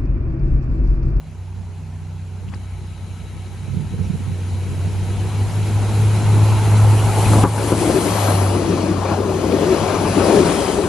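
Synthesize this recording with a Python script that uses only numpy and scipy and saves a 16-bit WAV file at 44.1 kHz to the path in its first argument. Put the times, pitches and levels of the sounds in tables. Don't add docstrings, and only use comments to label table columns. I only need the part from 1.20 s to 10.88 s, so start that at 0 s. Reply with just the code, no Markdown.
import sys
import numpy as np
from scipy import signal
from scipy.fft import irfft
from scipy.io import wavfile
from scipy.ndimage import uniform_filter1d

SR = 44100
rng = np.random.default_rng(int(sys.argv[2]) if len(sys.argv) > 2 else 0)


def wrap_up_sound(samples):
    columns = np.atleast_2d(samples).T
    tamed = np.clip(columns, -1, 1)
    steps = np.round(tamed * 32767).astype(np.int16)
    wavfile.write(sys.argv[1], SR, steps)


N = 426888
T = np.arange(N) / SR
HZ, FRAME_S = np.fft.rfftfreq(1024, 1 / SR), np.arange(N // 512 + 2) * 512 / SR
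SPEED_M_PER_S, SOUND_M_PER_S, TRACK_AWAY_M = 18.5, 343, 4.0
AHEAD, BESIDE = 0.16, 0.91

# time_s, firing_hz
THROTTLE = [(0, 87.47), (3.55, 88.8), (4.1, 94.73), (4.9, 99.73), (8.05, 100.2), (9.68, 87.3)]
# abreast_s, rumble_db, growl_db, roar_db, hiss_db, air_db, clatter_db
BOGIES = [(6.67, -52, -21, -31, -32, -31, -31), (7.53, -26.5, -24.5, -40.5, -36.5, -46, -26),
          (8.359, -27.5, -18.5, -32, -38, -43, -24), (9.16, -20.5, -17, -21.5, -27.5, -31.5, -24)]


def amp(db):
    return 10 ** (np.asarray(db) / 20)


def evened(x):
    return x / np.sqrt(np.mean(x ** 2) + 1e-20)


def curve(rows, t):
    return np.interp(t, *np.transpose(rows))


def by_hz(rows, column=1):
    rows = np.array(rows)
    return np.interp(np.log(HZ + 1), np.log(rows[:, 0]), rows[:, column])


def add(mix, start_s, sound):
    part = mix[..., round(start_s * SR):][..., :sound.shape[-1]]
    part += sound[..., :part.shape[-1]]


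def wander(rate_hz, t=T):
    return np.interp(t * rate_hz, np.arange(1000), rng.standard_normal(1000))


def resonate(x, hz, width_hz):
    carrier = np.exp(2j * np.pi * np.cumsum(hz * np.ones(x.shape[-1])) / SR)
    pole = np.exp(-np.pi * width_hz / SR)
    return evened((carrier * signal.lfilter([1], [1, -2 * pole, pole * pole], x / carrier)).real)


def panned(left_db):
    return amp(np.array([np.atleast_1d(left_db), -np.atleast_1d(left_db)]) / 2)


def bearing(t):
    swing_s, swing_lasts_s = 6.38, 0.45
    return AHEAD + (BESIDE - AHEAD) * (1 + np.tanh((t - swing_s) / swing_lasts_s)) / 2


def passing(abreast_s, reach_m, t=T):
    return (1 + (SPEED_M_PER_S * (t - abreast_s) / reach_m) ** 2) ** -.75


def approach(abreast_s):
    to_go_m = SPEED_M_PER_S * (abreast_s - T)
    return to_go_m / np.hypot(to_go_m, TRACK_AWAY_M)


def doppler(abreast_s):
    return 1 / (1 - approach(abreast_s) * SPEED_M_PER_S / SOUND_M_PER_S)


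def shaded(abreast_s, behind_db):
    return amp(behind_db * (1 - approach(abreast_s)) / 2)


def exhaust(abreast_s, late_s, level_db, jitter, waver_db):
    # crank_multiple, gain_db
    orders = [(2, -33), (3, -0.5), (4, -25.5), (4.5, -24.5), (5, -24), (6, -23.5), (7, -41), (7.5, -30),
              (9, -37.5), (10, -36), (11, -41), (12, -32), (13, -39), (13.5, -37), (15, -40.5)]
    firing_hz = curve(THROTTLE, T - late_s) * doppler(abreast_s)
    crank_turns = np.cumsum(firing_hz * (1 + jitter * wander(18))) / (3 * SR)
    out = np.zeros(N)
    for order, db in orders:
        weight = np.interp(T, FRAME_S, amp(db + waver_db * (db < -10) * wander(8.1, FRAME_S)))
        out += weight * np.sin(2 * np.pi * (order * crank_turns + rng.random()))
    return np.sqrt(2) * amp(level_db) * out


def beating_db():
    start_s, first_beat_s, growth, dip_db = 4.31, 0.1662, 1.348, -5.5
    lengths_s = first_beat_s * growth ** np.arange(6)
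    times_s = start_s + np.cumsum(lengths_s) - lengths_s
    return dip_db * sum(np.exp(-((T - s) / (0.2 * length)) ** 2) for s, length in zip(times_s, lengths_s))


def engines():
    # time_s, level_db
    front_ride = [(0, -46), (.2, -30.5), (1.3, -29), (2.1, -32.5), (3.5, -22), (4.1, -20), (4.85, -12),
                  (5.53, -9), (5.82, -12), (6.18, -10), (6.29, -14), (6.4, -19), (6.8, -28.5), (7.1, -16),
                  (7.28, -16.5), (7.43, -25.5), (7.95, -23.5), (8.2, -27.5), (9.68, -43)]
    # pitch_hz, level_db
    hum_tones = [(61.5, -42), (155.3, -40), (255, -60), (368, -62), (742, -67)]
    # time_s, left_db
    drone_pan = [(2, -1.5), (4.8, 0.4)]
    front_s, rear_s = 7.13, 9.07
    front_db = curve(front_ride, T) + beating_db()
    front = exhaust(front_s, late_s=0, level_db=front_db, jitter=.00475, waver_db=4)
    rear = exhaust(rear_s, late_s=.18, level_db=-21.5, jitter=.004, waver_db=2)
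    rear *= passing(rear_s, reach_m=5) * shaded(rear_s, behind_db=-10)
    hum = sum(amp(db + 2.7 * wander(5.5)) * np.sin(2 * np.pi * hz * T + 0.5 * wander(4.6))
              for hz, db in hum_tones)
    return (front + rear + np.sqrt(2) * hum) * panned(curve(drone_pan, T))


def band(ahead, beside, level_db, flicker_db):
    side = bearing(FRAME_S)[:, None]
    power = (1 - side) * evened(amp(by_hz(ahead))) ** 2 + side * evened(amp(by_hz(beside))) ** 2
    flicker = evened(uniform_filter1d(rng.standard_normal(len(FRAME_S)), size=2))
    return power * amp(level_db + flicker_db * flicker)[:, None] ** 2


def rush(power, patchy_db):
    # freq_hz, coherence_ahead, coherence_beside, left_beside_db, lag_beside_rad
    ports = [(60.4, 0.075, 0.44, 0, -1), (150, 0.63, 1, -1, 0), (298, 0.9, 0.98, 8.5, 0.5),
             (970, 0.96, 0.97, 9, -0.2), (2600, 0.72, 0.5, 8, 1), (5511, 0.62, 0.72, 8, -1.5),
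             (7900, 0.307, 0.76, 6.5, -2.5), (12200, 0.37, 1, -2, -3.5)]
    a, b, c, d, patches = rng.standard_normal((5,) + power.shape)
    patches = evened(uniform_filter1d(uniform_filter1d(patches, size=3, axis=0), size=8, axis=1))
    side = bearing(FRAME_S)[:, None]
    coherence = np.clip((1 - side) * by_hz(ports) + side * by_hz(ports, column=2), -1, 1)
    lean = amp(side * by_hz(ports, column=3) / 2)
    lag = np.exp(-1j * side ** 2 * by_hz(ports, column=4))
    left = a + 1j * b
    right = coherence * left + np.sqrt(1 - coherence ** 2) * (c + 1j * d)
    spectra = np.array([left * lean, right * lag / lean])
    spectra *= np.sqrt(power) * amp(patchy_db * patches) / np.hypot(lean, 1 / lean)
    frames = irfft(spectra, norm="ortho") * signal.windows.cosine(1024)
    return (frames[:, :-1, 512:] + frames[:, 1:, :512]).reshape(2, -1)[:, :N]


def train_db(layer):
    train_noise = {"rumble": (-23.5, -28, 40, 0.12, -42.5), "growl": (-31, -28.5, 55, 0.25, -64),
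                   "roar": (-30, -30.5, 30, 0.35, -53), "hiss": (-35, -41.5, 17.5, 0.09, -58.5),
                   "air": (-38.5, -46, 22.5, 0.17, -66)}
    # abreast_s, rumble_db, growl_db, roar_db, hiss_db, air_db
    body_parts = [(6.13, -22, -25.5, -26, -32, -30.5), (7.02, -43, -46, -25, -30.5, -31.5),
                  (8.57, -27, -44, -28, -33, -40.5), (9.42, -46, -29, -27.5, -33.5, -32.5)]
    part_reach_m = [3.3, 3.5, 4, 4.1, 4.4]
    ahead_db, beside_db, reach_m, loss_db_per_m, background_db = train_noise[layer]
    column = list(train_noise).index(layer)
    arrives_s, leaves_s = 5.397, 9.9
    away_m = SPEED_M_PER_S * abs(FRAME_S - np.clip(FRAME_S, arrives_s, leaves_s))
    swing = (bearing(FRAME_S) - AHEAD) / (BESIDE - AHEAD)
    whole_db = ahead_db + (beside_db - ahead_db) * swing - loss_db_per_m * away_m
    power = amp(whole_db) ** 2 / (1 + (away_m / reach_m) ** 2)
    for abreast_s, *levels_db in [*BOGIES, *body_parts]:
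        power += (amp(levels_db[column]) * passing(abreast_s, part_reach_m[column], FRAME_S)) ** 2
    return 10 * np.log10(power + amp(background_db) ** 2)


def clatter_db():
    joint_ahead_m, reach_m = 8.3, 1.1
    early_s = joint_ahead_m / SPEED_M_PER_S
    power = sum((amp(db) * passing(s - early_s, reach_m, FRAME_S)) ** 2 for s, *_, db in BOGIES)
    return 10 * np.log10(power)


def rolling():
    # freq_hz, relative_db
    rumble_ahead = [(20, -48), (35, -48), (50, -41), (64, 0), (85, 9), (120, 0), (150, -2.5), (195, -10.5),
                    (235, -16), (290, -33), (900, -100)]
    rumble_beside = [(20, -42), (35, -39), (50, -33), (64, -4), (85, -1.5), (120, -14), (150, 1),
                     (195, 5.5), (235, -0.5), (290, -43), (900, -100)]
    growl_ahead = [(170, -45), (245, -2), (285, -9.5), (325, 3), (375, -2), (440, -4.5), (500, -3),
                   (560, -24), (700, -14), (1500, -100)]
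    growl_beside = [(150, -35), (235, -20), (275, -4), (320, 3), (350, -8), (390, 0.5), (440, -5),
                    (500, -8.5), (560, -12.5), (700, -15), (1500, -100)]
    roar_ahead = [(300, -60), (480, -15), (560, -4), (700, -2), (850, 1.5), (985, -0.5), (1190, -9.5),
                  (1360, -5), (1650, -24), (1900, -40), (4000, -100)]
    roar_beside = [(300, -60), (480, -15), (560, -0.5), (770, -4.5), (1130, -7), (1650, -17), (1900, -30),
                   (4000, -100)]
    hiss_ahead = [(900, -49), (1500, 2.5), (1750, -1.5), (2100, 0.5), (2540, 1), (3000, -2.5), (3500, -4.5),
                  (4030, -1.5), (4700, -9), (5700, -8), (6700, -4.5), (7400, -9.5), (12000, -68)]
    hiss_beside = [(900, -70), (1500, -9), (1750, 0), (2000, -1.5), (2400, 0.5), (3120, -2), (3700, -3.5),
                   (4150, -3), (5200, -4.5), (6700, -6.5), (7400, -11), (12000, -70)]
    air_ahead = [(3000, -70), (6500, -23), (7100, 1.5), (8500, -1), (10000, 3), (11300, 2.5), (11900, -12),
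                 (12500, -4.5)]
    air_beside = [(3000, -70), (6500, -4), (7100, -3), (8500, 1), (10000, 4), (11000, 1.5), (11600, -8),
                  (12300, -16)]
    rumble = band(rumble_ahead, rumble_beside, train_db("rumble"), flicker_db=0.36)
    growl = band(growl_ahead, growl_beside, train_db("growl"), flicker_db=1.56)
    roar = band(roar_ahead, roar_beside, train_db("roar"), flicker_db=0)
    clatter = band(roar_ahead, roar_beside, clatter_db(), flicker_db=-3)
    clatter += band(hiss_ahead, hiss_beside, clatter_db() - 14, flicker_db=-0.5)
    hiss = band(hiss_ahead, hiss_beside, train_db("hiss"), flicker_db=0.16)
    air = band(air_ahead, air_beside, train_db("air"), flicker_db=0.5)
    return rush(rumble + growl + roar + clatter + hiss + air, patchy_db=1.5)


def wind():
    # freq_hz, relative_db
    colour = [(20, -44), (60, -11), (110, 3.5), (160, 3), (210, -7), (280, -21), (450, -22), (1500, -100)]
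    # peak_s, gain_db, half_length_s
    puffs = [(0.391, -27.5, 0.06), (1.3, -27.5, 0.16), (2.493, -26.5, 0.13), (2.585, -19, 0.082),
             (2.739, -14.5, 0.036), (2.805, -13.5, 0.036), (2.86, -22, 0.04), (2.906, -14, 0.0095),
             (2.947, -14, 0.024), (3.008, -18, 0.02), (3.101, -18, 0.065), (3.507, -24, 0.058),
             (3.703, -28, 0.12)]
    strength = sum(amp(db) * np.exp(-2 * np.minimum(abs(T - s) / half_s, 10) ** 2)
                   for s, db, half_s in puffs)
    buffet = rush(band(colour, colour, level_db=-6.5, flicker_db=2), patchy_db=0.5)
    return buffet * strength * panned(-11)


def burst(peak_s, level_db, pitch_hz, length_s, width_hz):
    out, count = np.zeros(N), round(length_s * SR)
    ring = evened(resonate(rng.standard_normal(SR), pitch_hz, width_hz)[-count:])
    add(out, peak_s - length_s / 2, amp(level_db) * ring * np.hanning(count))
    return out


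def camera_zoom():
    # pitch_hz, width_hz, relative_db
    resonances = [(1297, 50, -3), (2240, 60, -6), (2730, 80, -10), (2990, 300, -6), (3880, 260, -2.5),
                  (6540, 110, -10), (8700, 280, -14), (10300, 490, -7.5)]
    # peak_s, level_db, pitch_hz, length_s
    taps = [(1.288, -50, 2700, .03), (1.298, -53, 5200, .008), (1.335, -46, 1100, .07),
            (1.336, -39, 240, .03), (1.339, -36, 1200, .009), (1.3385, -40, 2200, .007),
            (1.346, -47, 4800, .01), (1.3485, -50, 8000, .005)]
    start_s, stop_s, ramp_s = 1.27, 5.45, .1
    first_db, rise_db, swell_s = -58, 7, 2.3
    running_s = np.maximum(T - start_s, 0)
    gate = np.clip(np.minimum(running_s, stop_s - T) / ramp_s, 0, 1)
    level_db = first_db + rise_db * (1 - np.exp(-running_s / swell_s))
    whirr = sum(amp(db) * resonate(rng.standard_normal(N), hz, width) for hz, width, db in resonances)
    ticks = sum(burst(*tap, width_hz=1100) for tap in taps)
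    return (evened(whirr) * gate * amp(level_db) + ticks) * panned(8.6)


def flanges():
    # peak_s, level_db, pitch_hz, length_s
    squeaks = [(2.85, -53, 5700, .08), (5.3, -35, 880, .9), (5.795, -35.5, 2800, .05),
               (5.95, -30.5, 845, .6), (6.055, -32, 2500, .06), (7.87, -37, 2400, .06),
               (8.72, -39, 2300, .35), (8.9, -40, 2550, .3), (9.45, -40, 3100, .4)]
    chirps = sum(burst(s, db, hz, length_s, width_hz=.14 * hz) for s, db, hz, length_s in squeaks)
    return chirps * panned(7 * bearing(T))


def turbo(abreast_s, late_s, top_hz, spool, width_hz, level_db, reach_m, behind_db):
    loss_db_per_m = 0.38
    speed = curve(THROTTLE, T - late_s)
    pitch_hz = top_hz * (speed / speed.max()) ** spool * doppler(abreast_s)
    whistle = resonate(rng.standard_normal((2, N)), pitch_hz, width_hz)
    absorbed_db = loss_db_per_m * SPEED_M_PER_S * abs(T - abreast_s)
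    return amp(level_db - absorbed_db) * whistle * passing(abreast_s, reach_m) * shaded(abreast_s, behind_db)


def turbos():
    front = turbo(7.16, 0, top_hz=11030, spool=1, width_hz=700, level_db=-30, reach_m=3.4, behind_db=-6.5)
    tone = turbo(7.13, 0, top_hz=11220, spool=.8, width_hz=110, level_db=-48, reach_m=20, behind_db=-4)
    rear = turbo(9.2, .18, top_hz=11000, spool=2.1, width_hz=1200, level_db=-35.8, reach_m=10,
                 behind_db=-7)
    return front + tone + rear


def knocks():
    # start_s, level_db, clang_over_thud_db, sharpness (0-1)
    blows = [(6.134, -20, 0, .8), (6.150, -17, -10, .5), (6.2355, -16, 6, .4), (6.2395, -8, 2, .95),
             (6.2495, -6.5, -1, .88), (6.268, -17, 0, .6), (6.376, -23.5, 4, .3), (6.520, -17, -10, .85),
             (6.526, -12, -12, .8), (6.699, -15, -13, .8), (7.084, -20, 3, .6), (7.21, -22, -4, .4),
             (7.35, -25, 1, .4), (7.52, -21.5, -9, .3), (7.575, -26, 3, .4), (7.712, -24, -2, .3),
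             (7.908, -22.5, 3, .2), (8.035, -27, 6, .1), (8.24, -18, -11, .3), (8.733, -21, 3, .2),
             (8.847, -19.5, 3, .2), (8.998, -16, -4, .4), (9.198, -19, -9, .4), (9.572, -21, -4, .3)]
    # pitch_hz, relative_db, t60_s
    track_modes = [(190, -10, .07), (270, -8, .07), (335, -3, .07), (410, -5, .06), (520, -9, .05),
                   (690, -12, .05), (850, -8, .05), (980, -6, .04), (1130, -8, .04), (1400, -16, .03),
                   (2400, -24, .02)]
    rattle_s, blow_s, clang_above_hz = .005, .02, 600
    out, t = np.zeros((2, N)), np.arange(SR // 5) / SR
    for start_s, level_db, clang_db, sharpness in blows:
        ring = np.zeros(len(t))
        for hz, mode_db, t60_s in track_modes:
            wave = np.sin(2 * np.pi * hz * rng.uniform(.95, 1.05) * t)
            ring += amp(mode_db + clang_db * (hz > clang_above_hz) - 60 * t / t60_s) * wave
        rattle = rng.standard_normal(len(t)) * t * np.exp(-t / rattle_s)
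        force = np.sqrt(1 - sharpness ** 2) * rattle / np.linalg.norm(rattle)
        force[0] = sharpness
        blow = signal.fftconvolve(force, ring)
        blow *= np.sqrt(blow_s * SR) / np.linalg.norm(blow)
        add(out, start_s, amp(level_db) * blow * panned(7 * bearing(start_s)))
    return signal.lfilter(*signal.butter(3, 1800, fs=SR), out)


def axles():
    # peak_s, level_db, pitch_hz, half_length_s
    surges = [(6.63, -22.5, 345, .03), (6.675, -14, 301, .022), (6.765, -20, 370, .03),
              (7.41, -23, 335, .05), (7.54, -24, 385, .04), (7.705, -21, 325, .03), (8.11, -26, 370, .07),
              (8.235, -21.5, 310, .025), (8.335, -20, 390, .04), (8.475, -21.5, 385, .035),
              (8.527, -14, 366, .018), (9.11, -19.5, 335, .04), (9.19, -15, 382, .05),
              (9.63, -23.5, 375, .04)]
    waver, rough_db, overtone_ratio = .07, 2, 1.544
    out = np.zeros(N)
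    for peak_s, level_db, hz, half_s in surges:
        near = abs(T - peak_s) < .5
        t, pitch_hz = T[near], hz * doppler(peak_s)[near]
        cycles = np.cumsum(pitch_hz * (1 + waver * wander(70, t))) / SR
        note = np.sqrt(2) * np.sin(2 * np.pi * cycles) * amp(rough_db * wander(90, t))
        body = resonate(rng.standard_normal(len(t)), pitch_hz, width_hz=112)
        overtone = resonate(rng.standard_normal(len(t)), pitch_hz * overtone_ratio, width_hz=112)
        drum = note + amp(-11.5) * body + amp(-12.5) * overtone
        out[near] += amp(level_db) * drum / (1 + ((t - peak_s) / half_s) ** 2)
    return out * panned(6.4 * bearing(T))


def scene():
    train = engines() + turbos() + rolling() + axles() + knocks() + flanges()
    return train + wind() + camera_zoom()


def record(dry):
    # centre_hz, width_hz, gain_db
    ripple = [(3560, 30, -3.5), (3660, 35, -7), (3757, 35, -9), (3810, 35, 2), (3857, 45, -16),
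              (3905, 40, 3.5), (3955, 40, -14), (4003, 35, 4)]
    low_cut_hz, high_cut_hz, release_db_per_s = 39, 12350, 38
    dry = signal.lfilter(*signal.butter(3, low_cut_hz, "high", fs=SR), dry)
    for hz, width_hz, db in ripple:
        dry = dry + (amp(db) - 1) * signal.lfilter(*signal.iirpeak(hz, hz / width_hz, SR), dry)
    peak_db = 20 * np.log10(abs(dry).max(0) + 1e-9)
    release_db = release_db_per_s * T
    duck_db = np.maximum(np.maximum.accumulate(peak_db + release_db) - release_db, 0)
    limited = np.clip(dry / amp(uniform_filter1d(duck_db, size=40)), -1, 1)
    high_cut = signal.firwin(255, high_cut_hz, window=("kaiser", 8), fs=SR)
    return signal.oaconvolve(limited, high_cut[None], "same")


dry = scene()
out = record(dry)
wrap_up_sound(out)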